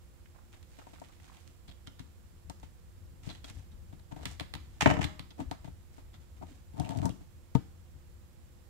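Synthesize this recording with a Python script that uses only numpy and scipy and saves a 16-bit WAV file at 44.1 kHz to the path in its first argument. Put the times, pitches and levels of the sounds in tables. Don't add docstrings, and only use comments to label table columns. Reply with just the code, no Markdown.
import sys
import numpy as np
from scipy import signal
from scipy.fft import rfft, irfft
from scipy.io import wavfile
from scipy.ndimage import uniform_filter1d

SR = 44100
rng = np.random.default_rng(int(sys.argv[2]) if len(sys.argv) > 2 else 0)


def inscribe(sig):
    pcm = np.round(np.clip(np.atleast_2d(sig).T, -1, 1) * 32767)
    wavfile.write(sys.argv[1], SR, pcm.astype(np.int16))


N = 383229
TIME_S = np.arange(N) / SR
FREQ_HZ = np.fft.rfftfreq(N, 1 / SR)
BLOW_SAMPLES = .02 * SR
LN_1000 = np.log(1000)

# (frequency [Hz], level [dB], t60 [s], right gain [signed ratio])
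POT_MODES = [(277.4, -1, 0.049, -0.47), (503, -19, 0.0058, -0.018), (648.5, 1, 0.034, -0.17),
             (748, -1, 0.037, 0.14), (899, 5, 0.033, -0.11), (928.7, 3, 0.035, -0.069),
             (1154, -19.5, 0.02, -0.84)]
# (frequency [Hz], level [dB])
GRIT_SPECTRUM = [(200, -13), (900, 2), (2000, 5.5), (3700, 3), (5200, -4), (7600, -3), (9500, -11),
                 (15000, -17)]
RIM_SPECTRUM = [(300, -15), (1200, -4.5), (1600, -7.5), (1950, -3), (2300, -4.5), (2800, -7), (3450, -3),
                (3800, -4), (4150, -3.5), (4600, -9.5), (5100, -13), (5800, -21), (7500, -18.5),
                (15000, -28.5)]
TICK_SPECTRUM = [(500, -11), (2000, -15), (5000, -0.5), (7500, 0), (10000, -5), (15000, -18)]
SOIL_SPECTRUM = [(200, -1), (600, 9), (1200, 3), (2100, -8), (3000, -24), (8000, -13), (15000, -26.5)]


def knife_fall():
    # (time [s], thud [dB], handle clack [dB], blade clink [dB], pot wall [dB])
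    contacts = [(4.809, -44.5, -44, -28, -47), (4.8208, -33, -47, -29, -34.5),
                (4.828, -41.5, -37.5, -43, -46.5), (4.8598, -31.5, -17.5, -36.5, -16),
                (4.8645, -21, -26.5, -55, -32), (4.873, -26, -33, -37.5, -34.5),
                (4.894, -30, -45, -44, -53), (4.9015, -48, -27, -38, -44.5), (4.9104, -29, -32, -39, -22),
                (4.939, -36.5, -46.5, -46, -35), (4.969, -31, -40, -54, -41),
                (4.9906, -27, -53, -51, -30.5), (5.011, -38.5, -49, -45, -46), (5.016, -36, -40, -39, -51),
                (5.029, -38.5, -53, -40.5, -48), (5.0433, -31.5, -46.5, -40.5, -46)]
    # (frequency [Hz], level [dB], t60 [s])
    knife_modes = [(318.4, 0.5, 0.58), (458, 3.5, 0.29), (619, 5, 0.38), (674, 1.5, 0.19),
                   (755, -0.5, 0.34), (970, 4.5, 0.23), (1180, 8.5, 0.24), (1285, 0, 0.64),
                   (1322, 0.5, 0.51), (1450, 1, 0.2), (1480, -17.5, .6), (1814, 11.5, 0.14),
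                   (1910, 2.5, 0.17), (2360, 0, .2), (2433, -1.5, .33), (3000, -3, .3), (2961, -3.5, 0.291)]
    # (frequency [Hz], level [dB])
    clack_spectrum = [(80, -28.5), (200, 12.5), (290, 5), (410, 4.5), (520, -1), (720, 10.5), (1000, -1),
                      (1400, -2.5), (1900, 1.5), (2900, -7), (3700, -17), (8000, -32.5), (16000, -52)]
    clink_spectrum = [(200, -58), (800, 11), (1400, 4.5), (2100, 9), (3300, 4), (4300, -4.5), (7600, -3.5),
                      (9500, -14), (15000, -26)]
    # (frequency [Hz], gain [dB])
    clack_right_eq = [(100, -13), (230, -8), (350, -2.5), (520, 4), (720, -11), (1000, 3), (2000, -2.5),
                      (8000, -2)]
    times_s, thud_db, clack_db, clink_db, wall_db = np.transpose(contacts)
    left, right = cracks(times_s, clack_db, clack_spectrum, decay_s=.0024, spike=.3,
                         chatter_db=-18, chatter_s=.012, rise_s=.0003)
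    clack = np.array([amp(1) * left, equalise(right, clack_right_eq)])
    clink = cracks(times_s, clink_db, clink_spectrum, decay_s=.0046, spike=.061,
                   chatter_db=-23, chatter_s=.01, rise_s=.00047)
    ringing = convolve(impulses(times_s, clack_db), ring(knife_modes, spread_db=4.5))
    wall = resonate(impulses(times_s, wall_db), body(POT_MODES, contact_hz=1440))
    grit = grit_scatter(impulses(times_s, clink_db))
    return impulses(times_s, thud_db), clack + stereo(2, 0) * clink + amp(-8.5) * ringing + wall + grit


def soil_scraping():
    # (time [s], length [s], level [dB])
    strokes = [(0.517, 0.078, -58.5), (0.66, 0.74, -61), (1.197, 0.39, -60.5), (3.222, 0.19, -54),
               (3.432, 0.12, -53.5), (3.54, 0.12, -58.5), (4.256, 0.11, -48.5), (4.574, 0.35, -65.5),
               (5.92, 0.12, -62), (6.2, 0.058, -65), (6.362, 0.033, -62), (6.456, 0.17, -61.5)]
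    # (time [s], length [s], level [dB], pitch [Hz])
    crumbs = [(.257, 0.011, -58, 1900), (.345, 0.04, -59.5, 890), (.383, 0.018, -58.5, 980),
              (.53, 0.021, -57.5, 1690), (.556, 0.016, -63, 1290), (.79, .018, -56, 895),
              (.812, 0.023, -52.5, 840), (.932, 0.024, -66, 750), (.958, 0.013, -54, 1440),
              (.98, 0.021, -58, 1020), (1.09, .025, -58, 900), (1.199, 0.0062, -56, 1820),
              (1.264, 0.011, -68, 1350), (1.279, 0.0079, -55, 1250), (1.296, 0.011, -54, 940),
              (1.318, 0.016, -56, 980)]
    stroke = swells(strokes, rise_share=.077, fall_share=.48)
    clumping = unit_rms(amp(2.5 * wander(rate_hz=30)))
    slips = stereo_grains(per_s=1300, spread_db=2) * stroke * clumping
    hiss = amp(-6) * tint(slips, GRIT_SPECTRUM)
    snaps = amp(-11) * tint(stereo_grains(per_s=420, spread_db=1) * stroke, TICK_SPECTRUM)
    hollow = amp(-5.5) * resonate(slips[0], body(POT_MODES, contact_hz=1498))
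    return hiss + snaps + scuffs(crumbs, per_s=2600, width_oct=1.27) + hollow


def rim_rasps():
    # (time [s], length [s], level [dB])
    rasps = [(1.676, 0.048, -56), (1.709, 0.024, -57.5), (1.866, 0.024, -49), (1.987, 0.025, -53.5),
             (3.285, 0.045, -44.5), (3.349, 0.012, -48), (3.442, 0.014, -41.5), (3.479, 0.034, -54.5),
             (3.714, 0.024, -63), (3.991, 0.013, -60), (4.203, 0.008, -68), (4.229, 0.017, -53),
             (5.302, 0.026, -50), (6.128, 0.052, -57)]
    # (frequency [Hz], level [dB], t60 [s])
    blade_modes = [(1390, -4.5, 0.046), (2010, -1, 0.011), (2410, -6, 0.014), (3160, -8.5, 0.038),
                   (3315, 6, 0.016), (3810, 1.5, 0.013), (4020, 5, 0.011), (4500, -12, 0.025),
                   (5080, 4.5, 0.0059), (6200, -6, 0.015), (6560, -9, 0.016)]
    chatter = stereo_grains(per_s=1800, spread_db=2)
    blade, force = np.zeros((2, 2, N))
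    for start_s, length_s, db in rasps:
        slips = amp(db) * triangle(length_s) * segment(chatter, start_s, length_s)
        add(force, start_s, slips)
        add(blade, start_s, convolve(slips, ring(blade_modes, spread_db=3)))
    rim = amp(-7) * tint(force, RIM_SPECTRUM) + amp(-10) * tint(force, GRIT_SPECTRUM)
    hollow = resonate(force[0], body(POT_MODES, contact_hz=1498))
    return amp(-2) * blade + rim + amp(-1.5) * hollow


def pot_taps():
    # (time [s], tick [dB], thud [dB], pot wall [dB], rim [dB])
    taps = [(0.629, -55, -62, -68, -66), (1, -48.5, -61, -78, -75), (1.087, -57, -70, -66, -70),
            (1.477, -50, -64, -80, -65), (1.6809, -55, -52, -65, -64), (1.8721, -46.5, -49, -71, -78),
            (1.9951, -48, -45, -72, -56.5), (2.4986, -38.5, -49, -38, -55.5), (2.6, -55, -73, -73, -74),
            (3.4996, -42, -50, -57, -60), (4.256, -31, -40.5, -62, -39.5), (4.3984, -42, -67.5, -48, -41),
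            (4.408, -60, -41, -36.5, -48), (4.5389, -50, -48, -51, -42.5), (4.552, -45, -42, -43.5, -49.5),
            (5.0428, -37, -56.5, -60, -38), (5.1946, -60, -43.5, -48, -46.5),
            (5.5129, -43, -43.5, -30, -47), (6.7992, -35.5, -37, -33, -56), (6.892, -42, -38, -38.5, -52.5),
            (6.974, -40, -50, -45, -77), (7.0337, -56, -41, -34, -63), (7.0562, -30, -35, -28.5, -58),
            (7.0937, -43, -50, -44, -58)]
    times_s, tick_db, thud_db, wall_db, rim_db = np.transpose(taps)
    tick = cracks(times_s, tick_db, TICK_SPECTRUM, decay_s=.00033, spike=.087,
                  chatter_db=-15.5, chatter_s=.0053)
    rim = cracks(times_s, rim_db, RIM_SPECTRUM, decay_s=.0011, spike=.156,
                 chatter_db=-17.5, chatter_s=.015)
    sound = amp(-13) * pot_wall(times_s, wall_db) + amp(-14) * tick + stereo(.5, 1.5) * rim
    return amp(.5) * impulses(times_s, thud_db), sound


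def pot_bumps():
    # (time [s], thud [dB], pot wall [dB], grit [dB])
    bumps = [(0.788, -62, -53, -56), (0.869, -63, -51, -77), (0.934, -56, -55, -61),
             (1.017, -46, -46.5, -81), (2.002, -39, -66, -59), (2.63, -30.5, -53.5, -55.5),
             (3.268, -18.5, -58, -58), (3.927, -28.5, -57, -62), (4.12, -22.5, -49, -61),
             (4.163, -28, -47.5, -58), (5.402, -23, -42.5, -50.5), (5.645, -26, -51.5, -55),
             (5.676, -25, -52.5, -62), (5.982, -52, -53.5, -62), (6.424, -41, -46.5, -63),
             (6.485, -50, -67, -62), (6.735, -28, -69, -69), (6.787, -18.5, -59, -70),
             (7.208, -34, -60.5, -66)]
    times_s, thud_db, wall_db, grit_db = np.transpose(bumps)
    grit = cracks(times_s, grit_db, GRIT_SPECTRUM, decay_s=.0071, spike=.073,
                  chatter_db=16, chatter_s=.018)
    return amp(-18) * impulses(times_s, thud_db), amp(-6) * pot_wall(times_s, wall_db) + amp(-2.5) * grit


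def edge_knock():
    # (time [s], knock [dB], snap [dB])
    hits = [(7.5523, -20, -49.5), (7.5588, -38, -55)]
    # (frequency [Hz], level [dB], t60 [s], right gain [signed ratio])
    knock_modes = [(132, 0.5, 0.075, -0.13), (265, -2, 0.048, 0.06), (455, -16, 0.063, 0.29),
                   (657, -21, 0.091, 0.089), (913, -6.5, 0.05, 0.071), (1250, -18, 0.065, 0.23)]
    times_s, knock_db, snap_db = np.transpose(hits)
    snap = cracks(times_s, snap_db, GRIT_SPECTRUM, decay_s=.00062, spike=.16,
                  chatter_db=-22, chatter_s=.0067)
    soil = cracks(times_s, knock_db, SOIL_SPECTRUM, decay_s=.007, spike=.12,
                  chatter_db=-13, chatter_s=.017, rise_s=.0039)
    force = -impulses(times_s, knock_db)
    knock = resonate(force, body(knock_modes, contact_hz=1070))
    return amp(-9.5) * force, amp(4) * (knock + snap) + amp(-27) * soil


def pot_drag():
    # (time [s], length [s], judder [dB], pot wall [dB], grit [dB])
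    shoves = [(4.106, 0.035, -72, -50, -61.5), (4.155, 0.14, -53, -57, -62.5),
              (5.372, 0.065, -52, -48, -61.5), (6.406, 0.039, -48, -43, -67),
              (6.733, 0.25, -44.5, -48, -58.5), (6.897, 0.039, -46, -47, -55.5),
              (6.93, 0.11, -37.5, -48.5, -59.5), (7.007, 0.1, -33.5, -40.5, -59)]
    # (time [s], length [s], level [dB], pitch [Hz])
    catches = [(6.805, 0.019, -53, 2900), (6.838, 0.054, -52.5, 2580), (6.897, 0.025, -52, 3030),
               (7.026, 0.022, -48, 1200), (7.095, 0.035, -57, 3050)]
    judder, wall, grit = swells(shoves, rise_share=.23, fall_share=.48)
    hollow = resonate(grains(per_s=1700, spread_db=3) * wall, body(POT_MODES, contact_hz=1250))
    slips = stereo_grains(per_s=950, spread_db=4.5) * unit_rms(amp(1.7 * wander(rate_hz=30)))
    scratch = stereo(-2.5, 1.5) * tint(slips * grit, GRIT_SPECTRUM)
    coarse = stereo_grains(per_s=260, spread_db=3) * grit
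    crackle = amp(-14) * tint(coarse, GRIT_SPECTRUM) + stereo(7, 2) * tint(coarse, SOIL_SPECTRUM)
    tremble = amp(1.5) * grains(per_s=970, spread_db=4) * judder
    force = tremble + stick_slip(start_s=6.9545, rate_hz=48.37, count=5)
    return force, amp(7) * hollow + scratch + crackle + scuffs(catches, per_s=1000, width_oct=.36)


def stick_slip(start_s, rate_hz, count):
    return impulses(start_s + np.arange(count) / rate_hz, -36.5 - 2 * rng.standard_normal(count))


def pot_wall(times_s, levels_db):
    notes = np.zeros((2, N))
    for start_s, db in zip(times_s, levels_db):
        note = body(POT_MODES, contact_hz=1484, spread_db=3)
        add(notes, start_s, amp(db) * np.sqrt(BLOW_SAMPLES) * note)
    soil = cracks(times_s, levels_db, SOIL_SPECTRUM, decay_s=.016, spike=.52, chatter_db=0, chatter_s=.02)
    return amp(10) * notes + stereo(-1, -4) * soil


def wall_groans():
    # (time [s], length [s], level [dB], pitch [Hz])
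    flexes = [(1.998, 0.032, -52, 227), (3.268, 0.035, -47, 317), (5.388, 0.044, -33, 273),
              (6.425, 0.047, -47, 290), (6.472, 0.093, -52, 276), (7.025, 0.046, -39, 290)]
    return stereo(0, -8) * scuffs(flexes, per_s=1100, width_oct=.35)[0]


def grit_scatter(force, decay_s=.028):
    pole = np.exp(-2 / (decay_s * SR))
    envelope = np.sqrt(signal.lfilter([1 - pole], [1, -pole], force ** 2))
    return amp(-13.5) * tint(stereo_grains(per_s=4200, spread_db=2) * envelope, GRIT_SPECTRUM)


def bench_thuds(force, frame_t60_s=.36, frame_rise_s=.0073):
    # (frequency [Hz], level [dB], t60 [s], right gain [signed ratio])
    board_modes = [(79.7, -1.5, 0.18, 0.15), (131.2, 6, 0.093, -0.12), (179.3, 1.5, 0.14, -0.11),
                   (262.7, 5, 0.079, -0.28), (290.4, 4, 0.052, -0.29), (414, -8, 0.069, -0.4)]
    # (frequency [Hz], level [dB])
    frame_spectrum = [(40, -20.5), (70, -0.5), (150, 1), (300, -3), (400, -10.5), (600, -25.5), (1500, -49),
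                      (5000, -85.5)]
    t = TIME_S[:SR // 2]
    envelope = np.exp(-LN_1000 * t / frame_t60_s) * (1 - np.exp(-t / frame_rise_s))
    murmur = tint(rng.standard_normal((2, len(t))) * envelope, frame_spectrum)
    board = resonate(force, body(board_modes, contact_hz=590))
    return amp(1.5) * board + stereo(-10, -19) * convolve(force, murmur)


def leaning_rumble():
    # (time [s], length [s], level [dB])
    leans = [(1.502, 7.6, -60.5), (3.02, 3.9, -61.5), (7.45, 1.1, -67)]
    # (frequency [Hz], level [dB])
    rumble_spectrum = [(15, -14), (35, -8.5), (70, 9.5), (110, -5), (180, -12.5), (320, -22), (1000, -65.5),
                       (4000, -76)]
    weight = swells(leans, rise_share=.061, fall_share=.29) * unit_rms(amp(3.5 * wander(rate_hz=12)))
    return stereo(2.5, -3) * tint(rng.standard_normal(N) * weight, rumble_spectrum)


def room(x, onset_s=.0013, crossfade_s=.043, tails=5):
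    # (frequency [Hz], level [dB])
    wall_spectrum = [(200, 6), (1000, 1), (2500, 0.5), (3700, 0), (5000, 1), (8000, -3), (15000, 2)]
    # (frequency [Hz], t60 [s])
    t60_s = [(100, 0.24), (400, 0.25), (1000, 0.47), (2500, 0.41), (3900, 0.39), (6000, 0.5), (14000, 0.36)]
    out, turn = 0, TIME_S / crossfade_s
    for k in range(tails):
        hz, t, bands = signal.stft(rng.standard_normal((2, SR)), SR, nperseg=256)
        decay = np.exp(-LN_1000 * t / lookup(t60_s, hz)[:, None])
        tail = signal.istft(bands * amp(lookup(wall_spectrum, hz))[:, None] * decay, SR, nperseg=256)[1]
        onset = 1 - np.exp(-(TIME_S[:tail.shape[1]] / onset_s) ** 2)
        share = np.sqrt(np.maximum(1 - abs((turn - k + 1) % tails - 1), 0))
        out = out + convolve(x * share, tail * onset)
    return out


def room_tone():
    # (frequency [Hz], level [dB])
    noise_spectrum = [(12, -49), (20, -8.5), (90, 1), (106, -9), (207, -14), (266, -20), (352, -20.5),
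                      (427, -27.5), (519, -18.5), (565, -24.5), (1540, -28.5), (2400, -31.5), (4500, -34.5),
                      (6700, -36), (7400, -31.5), (8100, -36), (15500, -37)]
    hum_tones = [(80.7, -72), (349.9, -76), (468.3, -83)]
    # (frequency [Hz], left minus right [dB])
    balance = [(60, -8), (300, -5.5), (600, -2.5), (2000, 0.5), (7000, -2), (14000, 0)]
    coherence = lookup([(60, .0093), (300, .04), (1000, .039), (8000, .031)], FREQ_HZ)
    left, independent = rfft(rng.standard_normal((2, N)))
    right = coherence * left + np.sqrt(1 - coherence ** 2) * independent
    noise = np.array([left, right]) * amp(lookup(noise_spectrum, FREQ_HZ)) / np.sqrt((1 + coherence) / 2)
    noise *= amp(np.outer([.5, -.5], lookup(balance, FREQ_HZ)))
    hum = sum(amp(db) * unit_rms(np.sin(2 * np.pi * hz * TIME_S + .6 * wander(rate_hz=4)))
              for hz, db in hum_tones)
    return amp(-55) * unit_rms(irfft(noise, N)) + hum


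def cracks(times_s, levels_db, spectrum, decay_s, spike, chatter_db, chatter_s, rise_s=.00059):
    lead_samples, right_lag_samples = 256, round(.0003 * SR)
    out, t = np.zeros((2, N)), TIME_S[:SR // 8] - lead_samples / SR
    fall = np.exp(-abs(t) / decay_s) + amp(chatter_db) * np.exp(-abs(t) / chatter_s)
    envelope = np.where(t < 0, np.exp(-abs(t) / rise_s), fall)
    for start_s, db in zip(times_s, levels_db):
        burst = whiten(rng.standard_normal((2, len(t))) * envelope)
        burst /= np.linalg.norm(burst, axis=1, keepdims=True)
        burst[[0, 1], [lead_samples, lead_samples + right_lag_samples]] += spike
        add(out, start_s - lead_samples / SR, burst * amp(db) * np.sqrt(BLOW_SAMPLES / (1 + spike ** 2)))
    return tint(out, spectrum)


def scuffs(rows, per_s, width_oct):
    out, slips = np.zeros((2, N)), stereo_grains(per_s, spread_db=3.5)
    for start_s, length_s, db, hz in rows:
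        edges_hz = hz * 2 ** (np.array([-.5, .5]) * width_oct)
        band = signal.butter(2, edges_hz, "bandpass", fs=SR, output="sos")
        clump = signal.sosfilt(band, segment(slips, start_s, length_s))
        add(out, start_s, amp(db) * unit_rms(clump) * triangle(length_s))
    return out


def impulses(times_s, levels_db):
    out = np.zeros(N)
    for start_s, db in zip(times_s, levels_db):
        add(out, start_s, amp([db]) * np.sqrt(BLOW_SAMPLES))
    return out


def grains(per_s, spread_db):
    size = amp(spread_db * np.minimum(rng.exponential(1, N), 4))
    return unit_rms(size * rng.standard_normal(N) * (rng.random(N) < per_s / SR))


def stereo_grains(per_s, spread_db):
    return np.array([grains(per_s, spread_db) for _ in range(2)])


def ring(modes, spread_db):
    t, out = TIME_S[:SR // 2], np.zeros((2, SR // 2))
    for channel in out:
        for hz, db, t60_s in modes:
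            envelope = amp(db + spread_db * rng.standard_normal()) * np.exp(-LN_1000 * t / t60_s)
            channel += envelope * np.sin(2 * np.pi * (hz * t + rng.random()))
    return out


def body(modes, contact_hz, spread_db=0):
    t, out = TIME_S[:SR // 4], 0
    for k, (hz, db, t60_s, right_gain) in enumerate(modes):
        mode = (-1) ** k * np.exp(-LN_1000 * t / t60_s) * np.cos(2 * np.pi * hz * t)
        out = out + np.outer([1, right_gain], mode) * amp(db + spread_db * rng.standard_normal())
    out = signal.sosfilt(signal.butter(2, contact_hz, fs=SR, output="sos"), out)
    return out / np.linalg.norm(out[0])


def resonate(force, response):
    return signal.oaconvolve(force[None], response, axes=1)[:, :N]


def convolve(x, response):
    response = np.atleast_2d(response)
    response = response / np.linalg.norm(response, axis=1, keepdims=True)
    return signal.oaconvolve(np.atleast_2d(x), response, axes=1)[:, :N]


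def tint(x, spectrum, size=2048):
    log_gain = np.log(amp(lookup(spectrum, abs(np.fft.fftfreq(size, 1 / SR)))))
    response = np.fft.ifft(np.exp(np.conj(signal.hilbert(log_gain)))).real
    return convolve(x, response[:size // 2])


def equalise(x, curve):
    return irfft(rfft(x) * amp(lookup(curve, FREQ_HZ)), N)


def whiten(burst):
    bins = rfft(burst)
    power = uniform_filter1d(abs(bins) ** 2, 48, axis=-1)
    return irfft(bins / np.sqrt(power + 1e-12), burst.shape[-1])


def swells(rows, rise_share, fall_share):
    out = 0
    for start_s, length_s, *levels_db in rows:
        progress = (TIME_S - start_s) / length_s
        trapezoid = np.clip(np.minimum(progress / rise_share, (1 - progress) / fall_share), 0, 1)
        out = out + np.outer(amp(levels_db), trapezoid)
    return out


def triangle(length_s):
    return np.interp(TIME_S[:round(length_s * SR)] / length_s, [0, .2, 1], [0, 1, 0])


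def wander(rate_hz):
    return unit_rms(irfft(rfft(rng.standard_normal(N)) * np.exp(-(FREQ_HZ / rate_hz) ** 2), N))


def lookup(curve, hz):
    knots_hz, values = np.transpose(curve)
    return np.interp(np.log(hz + 1), np.log(knots_hz + 1), values)


def segment(x, start_s, length_s):
    return x[:, round(start_s * SR):][:, :round(length_s * SR)]


def add(mix, start_s, sound):
    part = mix[..., round(start_s * SR):][..., :sound.shape[-1]]
    part += sound[..., :part.shape[-1]]


def amp(db):
    return 10 ** (np.asarray(db) / 20)


def stereo(left_db, right_db):
    return amp([[left_db], [right_db]])


def unit_rms(x):
    return x / np.sqrt(np.mean(x ** 2) + 1e-20)


def scene():
    forces, sounds = zip(knife_fall(), pot_taps(), pot_bumps(), edge_knock(), pot_drag())
    thuds = bench_thuds(sum(forces))
    airborne = soil_scraping() + rim_rasps() + wall_groans() + sum(sounds)
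    reverb = room(airborne[1] + amp(3) * thuds[1])
    return thuds + airborne + amp(-9) * reverb + leaning_rumble() + room_tone()


def record(dry, ceiling=.75, cutoff_hz=15750):
    # (frequency [Hz], gain [dB])
    left_eq = [(100, 3.5), (1000, -4), (2000, -4.5), (7500, -3), (9500, -8), (11500, -11), (16000, -11.5)]
    channels = np.array([equalise(dry[0], left_eq), dry[1]])
    clipped = ceiling * np.tanh(channels / ceiling)
    lowpass = signal.firwin(511, cutoff_hz, window=("kaiser", 9), fs=SR)
    return signal.oaconvolve(clipped, lowpass[None], "same")


dry = scene()
out = record(dry)
inscribe(out)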